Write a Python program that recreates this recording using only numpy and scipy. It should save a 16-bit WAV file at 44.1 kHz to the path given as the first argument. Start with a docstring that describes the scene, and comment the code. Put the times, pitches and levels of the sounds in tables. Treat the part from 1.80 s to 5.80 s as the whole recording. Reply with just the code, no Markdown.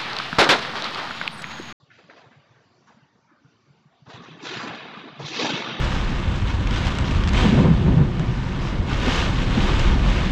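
"""Hard skate edges shave the ice of a large indoor rink, after faint touches of the blade.
Ice breaks away in dense random clicks, filtered by the colour of the ice sheet and the steel.
Short scuffs are band-limited bursts of the same clicks; low thumps are decaying sines.
The hall adds a long diffuse tail by convolution, over quiet, burbling ventilation noise.
A noise suppressor and two cut-off filters then shape the whole sound."""
import sys
import numpy as np
from scipy import signal
from scipy.fft import rfft, irfft
from scipy.io import wavfile
from scipy.ndimage import uniform_filter1d

SR = 44100
rng = np.random.default_rng(int(sys.argv[2]) if len(sys.argv) > 2 else 0)


def to_wav(sig):
    """Store sig (one row per channel, or 1-D mono) as 16-bit WAV at the path in sys.argv[1].

    Samples outside -1..1 are clipped; the rate is SR.
    """
    pcm = np.clip(np.atleast_2d(sig), -1, 1) * 32767
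    pcm = np.round(pcm).astype(np.int16)
    wavfile.write(sys.argv[1], SR, pcm.T)  # frames by channels


N = 176400  # samples

# Hard edges, one list a stroke: (time [s], low rumble in the ice [dB], body [dB], crunch [dB],
# scrape [dB], spray hiss [dB])
EDGE_STROKES = [
    [(2.255, -56, -74, -68, -73, -73), (2.267, -52, -62, -66, -61, -72), (2.289, -51, -52, -60, -66, -61),
     (2.301, -50, -50, -46, -54, -56), (2.317, -76, -44.5, -49, -53.5, -54),
     (2.375, -50, -54.5, -46.5, -56.5, -58), (2.395, -51, -51, -50, -55.5, -65),
     (2.431, -43.5, -51.5, -48.5, -62.5, -59), (2.459, -55, -58.5, -43, -54, -62),
     (2.489, -48.5, -42, -55, -53.5, -62), (2.503, -47.5, -59, -49.5, -51, -63.5),
     (2.571, -44, -49, -53, -61.5, -66), (2.59, -61, -59, -54, -56.5, -64)],
    [(2.6, -64, -55.5, -51, -53, -69), (2.636, -42, -42.5, -44.5, -48, -41.5),
     (2.668, -49, -40.5, -38, -39, -39.5), (2.772, -35.5, -40, -36.5, -36, -41.5),
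     (2.792, -41.5, -46.5, -33, -42.5, -44), (2.842, -46, -37.5, -35, -41.5, -41.5),
     (2.912, -37.5, -37.5, -36.5, -43, -58), (2.958, -49, -44.5, -40, -39.5, -52.5),
     (3.07, -50, -47.5, -46.5, -50, -66), (3.176, -48, -50, -39.5, -44.5, -61.5),
     (3.276, -48.5, -47, -46.5, -53, -67), (3.346, -47, -53.5, -45, -54, -68),
     (3.385, -48.5, -58, -60.5, -49.5, -69.5)],
    [(3.395, -44.5, -40.5, -47.5, -54.5, -56.5), (3.437, -39.5, -47, -46, -47, -49),
     (3.455, -47, -40.5, -40, -43, -45.5), (3.477, -47.5, -43, -47, -39, -41),
     (3.583, -40.5, -35, -35.5, -29, -34.5), (3.609, -41, -28.5, -32, -27, -29.5),
     (3.645, -27.5, -28.5, -31, -32, -31.5), (3.675, -40, -32.5, -32, -33, -32),
     (3.735, -31.5, -36.5, -33.5, -31, -38), (3.755, -39, -34, -36, -30, -40.5),
     (3.797, -44, -36, -36, -32, -42.5), (3.957, -36, -44.5, -36, -41.5, -58.5),
     (4.0, -48, -31, -39.5, -41.5, -55)],
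]
# Centres of the five level columns of an edge: (frequency [Hz])
EDGE_REGIONS_HZ = [170, 470, 1330, 3300, 5600]
# Spectral colour of the shaved ice: (frequency [Hz], relative density [dB per Hz])
ICE_COLOUR = [(40, -15.5), (86, -19.5), (138, 0), (183, -2.5), (393, 1), (428, 0.5), (676, -3), (1120, -3),
              (1580, -5.5), (2490, -3), (2780, -4), (3170, -0.5), (4000, -1), (4600, -8.5), (5340, -10),
              (7240, -24)]
# Scuffs and bites of the blade: (start [s], rise [s], length [s], level [dB], centre [Hz], width [octaves])
BLADE_TOUCHES = [(0.101, .003, 0.06, -53.5, 1760, 0.35), (0.106, 0.026, 0.16, -60.5, 3440, 0.54),
                 (0.175, .015, 0.1, -55, 810, 1.36), (0.286, .012, .15, -53.5, 500, 0.67),
                 (0.297, .0015, 0.008, -41, 1640, 0.29), (0.298, .003, 0.12, -59.5, 3340, 0.5),
                 (0.323, .002, .012, -50, 1250, 0.39), (0.36, .015, 0.06, -51.5, 1200, 1.26),
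                 (0.41, .008, 0.04, -56, 900, 1.1), (0.456, .008, .03, -55.5, 1310, 0.25),
                 (0.51, .006, 0.025, -55, 1480, 0.76), (0.628, .006, .015, -62, 1290, 0.21),
                 (0.719, .015, 0.06, -61, 1340, 0.72), (1.071, .006, 0.023, -52.5, 1250, 0.42),
                 (1.07, .002, 0.091, -64.5, 4450, 0.64), (1.092, .015, .06, -55.5, 770, 0.86),
                 (1.158, .02, 0.08, -64, 1530, 0.4), (1.477, .025, 0.09, -58.5, 1300, 0.35),
                 (1.633, .015, .04, -69, 1230, 0.4), (2.115, .02, 0.061, -67, 730, 0.23),
                 (2.264, .001, 0.008, -50, 1100, 0.41), (2.299, .003, .02, -52.5, 1500, 1),
                 (2.766, .004, .012, -39.5, 2600, 0.65), (2.873, .004, 0.013, -37, 2220, 0.81),
                 (3.396, .001, 0.013, -43, 910, 1.8), (3.45, .003, .015, -46, 4200, 0.21),
                 (3.591, .003, .012, -35.5, 3100, 0.45), (3.608, .002, .008, -38.5, 1500, 1.6),
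                 (3.648, .003, .01, -35.5, 1000, .9), (3.749, .005, .02, -39, 1500, .8)]
# Soft low thumps: (time [s], peak level [dB], frequency [Hz])
LOW_THUMPS = [(0.024, -51.5, 132), (0.105, -60, 158), (0.164, -57, 120), (0.24, -49, 165),
              (0.459, -45.5, 129), (0.51, -47.5, 232), (0.565, -47, 127), (0.585, -49, 127),
              (0.702, -48.5, 127), (1.14, -53.5, 135), (1.167, -49, 221), (1.22, -50, 140),
              (1.351, -54, 202), (1.515, -53, 316), (1.644, -47.5, 134), (1.676, -54, 160),
              (1.755, -64, 188), (1.9, -54, 130), (2.054, -48, 143), (2.145, -60, 137), (2.219, -46, 141),
              (2.271, -41.5, 129), (2.338, -37, 121), (2.388, -41, 151), (2.449, -48, 340),
              (2.631, -33, 298), (2.702, -32, 328), (2.72, -31, 390), (2.766, -34.5, 137),
              (2.832, -31.5, 240), (2.879, -32.5, 260), (2.896, -33.5, 125), (2.926, -41, 264),
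              (3.1, -38.5, 218), (3.171, -37.5, 200), (3.254, -36, 256), (3.393, -36, 243),
              (3.42, -31.5, 152), (3.44, -29, 141), (3.506, -32, 336), (3.586, -30.5, 444),
              (3.613, -24, 433), (3.634, -31, 143), (3.695, -28, 428), (3.708, -37.5, 145),
              (3.734, -26, 150), (3.757, -30, 350), (3.888, -35, 447)]
# Reverberation time of the hall: (frequency [Hz], time to fall 60 dB [s])
HALL_DECAY = [(100, 2.6), (1000, 2.03), (3500, 2.3), (7000, 1)]
# Spectrum of the ventilation: (frequency [Hz], relative density [dB per Hz])
VENTILATION_COLOUR = [(30, -32.5), (133, -5.5), (291, -9.5), (342, -10.5), (392, -12), (566, -15.5),
                      (1240, -17), (1830, -23), (3000, -26), (5000, -28), (7240, -39)]
# Third-octave band centres: (frequency [Hz])
BANDS_HZ = 45 * 2 ** (np.arange(23) / 3)

# Ice chips: mean rate, mean excess of the random size and its cap in means, scatter decay
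CHIPS_PER_S, CHIP_SPREAD_DB, CHIP_CAP, CHIP_SCATTER_S = 4000, 1.5, 6, 0.0031
# Unevenness of the edges: all bands together, each band alone
EDGE_SHARED_DB, EDGE_OWN_DB = 0.54, 1.5
# Touches: flicker, fade over the length, shortest release, added release per second of length
TOUCH_STUTTER_DB, TOUCH_FADE_DB, TOUCH_RELEASE_S, TOUCH_LINGER = 1, -8, 0.022, 0.19
# Thumps: rise at 200 Hz, and the power of pitch by which higher ones shorten
THUMP_RISE_S, THUMP_SHRINK = 0.0063, 0.39
HALL_DB, HALL_FADE_IN_S = -12, 0.027
# Ventilation: rms level, slow swell, flicker at 1 kHz and its slight growth with pitch (power)
VENTILATION_DB, SWELL_DB, BURBLE_DB, BURBLE_TILT = -59.5, 1.2, 2.5, 0.0058
BASS_THROB_DB, BASS_HZ = 0.5, 305  # common throb, halved in dB at BASS_HZ
# Noise suppressor: threshold over the recent mean, memory, exponent of the gain
HUSH_DB, HUSH_S, HUSH_POWER = 9.5, 0.04, 0.26
LOW_CUT_HZ, TOP_HZ = 59, 7500


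def edges(t, grains):
    """Subtractive synthesis: broadband chip noise takes the ice colour and regional level curves."""
    rows = np.vstack(EDGE_STROKES)
    times, region_db = rows[:, 0], rows[:, 1:]
    colour = on_log(ICE_COLOUR, BANDS_HZ) + 10 * np.log10(BANDS_HZ)  # density to band level
    # each band's share in the five regions, blended along log frequency
    share = np.array([np.interp(np.log(BANDS_HZ), np.log(EDGE_REGIONS_HZ), one)
                      for one in np.eye(len(EDGE_REGIONS_HZ))])
    colour_power = share @ undb(colour) ** 2
    lift = region_db - 10 * np.log10(colour_power)
    band_curves = (lift @ share).T
    shared = EDGE_SHARED_DB * walk(24.79)
    out = np.zeros(N)
    for colour_db, curve, grain in zip(colour, band_curves, grains):
        level = colour_db + np.interp(t, times, curve, left=-140)
        own = EDGE_OWN_DB * (walk(30) + walk(9))
        out += grain * undb(level + shared + own)
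    return out


def chips():
    """Fracture as a random impulse process: uneven clicks, each smeared by a flat-spectrum scatter."""
    excess = np.minimum(rng.exponential(size=N), CHIP_CAP)
    size = undb(CHIP_SPREAD_DB * excess) * rng.standard_normal(N)
    clicks = size * (rng.random(N) < CHIPS_PER_S / SR)
    n = np.arange(2048)
    scatter = rng.standard_normal(2048) * np.exp(-n / SR / CHIP_SCATTER_S)
    spectrum = rfft(scatter, 4096)
    flat_scatter = irfft(spectrum / np.abs(spectrum))  # keep only the phase
    return signal.fftconvolve(clicks, flat_scatter)[:N]


def touches(t, grains):
    """Brief friction as band-limited bursts: chip noise under a Gaussian of log frequency."""
    out = np.zeros(N)
    stutter = np.array([walk(45) for _ in BANDS_HZ])
    grains = grains * undb(TOUCH_STUTTER_DB * stutter)
    for start, rise, length, db, hz, octaves in BLADE_TOUCHES:
        u = t - start
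        release = TOUCH_RELEASE_S + TOUCH_LINGER * length
        env = np.clip(u / rise, 0, 1) * np.exp(-np.clip(u - rise - length, 0, None) / release)
        env = env * undb(TOUCH_FADE_DB * np.clip((u - rise) / length, 0, 1))
        shape = np.exp(-.5 * (np.log2(BANDS_HZ / hz) / octaves) ** 2)
        burst = (shape @ grains) / np.sqrt(np.sum(shape ** 2))
        out += undb(db) * env * burst
    return out


def thumps(t):
    """Critically damped envelope: each low sine swells, then dies within a few cycles."""
    out = np.zeros(N)
    for start, db, hz in LOW_THUMPS:
        u = np.clip(t - start, 0, None)
        v = u / (THUMP_RISE_S * (200 / hz) ** THUMP_SHRINK)
        env = v * np.exp(1 - v)  # peaks at 1
        out += undb(db) * env * np.sin(2 * np.pi * hz * u)
    return out


def hall(x, t):
    """Diffuse reverberation: convolution with noise whose exponential decay depends on frequency."""
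    tail = np.zeros(N)
    for hz in BANDS_HZ:
        decay = undb(-60 * t / on_log(HALL_DECAY, hz))
        tail += band(rng.standard_normal(N), hz) * np.sqrt(hz) * decay
    tail = tail * np.clip(t / HALL_FADE_IN_S, 0, 1)
    unit_tail = tail / np.sqrt(np.sum(tail ** 2))
    return signal.fftconvolve(x, unit_tail)[:N] * undb(HALL_DB)


def ventilation():
    """Broadband flow noise with random modulation: bands flicker alone, and the bass throbs as one."""
    swell, throb = walk(2.35), walk(39.93)
    out = np.zeros(N)
    for hz in BANDS_HZ:
        flicker = BURBLE_DB * (hz / 1000) ** BURBLE_TILT * walk(14.92)
        bass_throb = BASS_THROB_DB * throb / (1 + (hz / BASS_HZ) ** 2)
        level = on_log(VENTILATION_COLOUR, hz) + SWELL_DB * swell + flicker + bass_throb
        out += band(rng.standard_normal(N), hz) * np.sqrt(hz) * undb(level)
    return out * undb(VENTILATION_DB) / np.sqrt(np.mean(out ** 2))


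def undb(db):
    """Amplitude ratio from decibels, by the 20 log rule."""
    return 10 ** (np.asarray(db) / 20)


def on_log(table, hz):
    """Linear interpolation of a (frequency [Hz], value) table along log frequency."""
    table = np.array(table)
    return np.interp(np.log(hz), np.log(table[:, 0]), table[:, 1])


def band(x, hz):
    """Third-octave filtering to rms 1; cosine-squared edges add up flat with the neighbours."""
    away = 3 * np.log2(np.fft.rfftfreq(N, 1 / SR) / hz + 1e-9)  # third octaves from the centre
    y = irfft(rfft(x) * np.cos(np.pi / 2 * np.clip(away, -1, 1)) ** 2, N)
    return y / np.sqrt(np.mean(y ** 2))


def walk(rate):
    """Low-pass random modulation: values held for 1 / rate [s], averaged twice, spread near 1."""
    k = int(SR / rate)
    steps = np.repeat(rng.standard_normal(N // k + 1), k)
    return 1.3 * uniform_filter1d(uniform_filter1d(steps, k), k)[:N]


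def scene():
    """Superposition: the blade also excites the hall; thumps and ventilation are added direct."""
    t = np.arange(N) / SR
    clicks = chips()
    grains = np.array([band(clicks, hz) for hz in BANDS_HZ])
    blade = edges(t, grains) + touches(t, grains)
    return (blade + hall(blade, t) + thumps(t) + ventilation())[None]


def record(dry):
    """Spectral noise suppression: gain follows power against its recent mean; bass and top are cut."""
    z = signal.stft(dry, nperseg=768)[2]
    power = np.abs(z) ** 2 + 1e-18
    keep = np.exp(-384 / SR / HUSH_S)  # memory over one hop of 384 samples
    start = keep * power[..., :16].mean(axis=-1, keepdims=True)
    recent = signal.lfilter([1 - keep], [1, -keep], power, zi=start)[0]
    mean = uniform_filter1d(recent, 9, axis=-2)  # across neighbouring frequencies
    gain = (2 * power / (power + undb(HUSH_DB) ** 2 * mean)) ** HUSH_POWER
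    hushed = signal.istft(z * gain, nperseg=768)[1][:, :N]
    low_cut = signal.butter(3, LOW_CUT_HZ, "high", fs=SR, output="sos")
    top_cut = signal.ellip(14, .2, 80, TOP_HZ, fs=SR, output="sos")
    return signal.sosfilt(top_cut, signal.sosfilt(low_cut, hushed))


dry = scene()
out = record(dry)
to_wav(out)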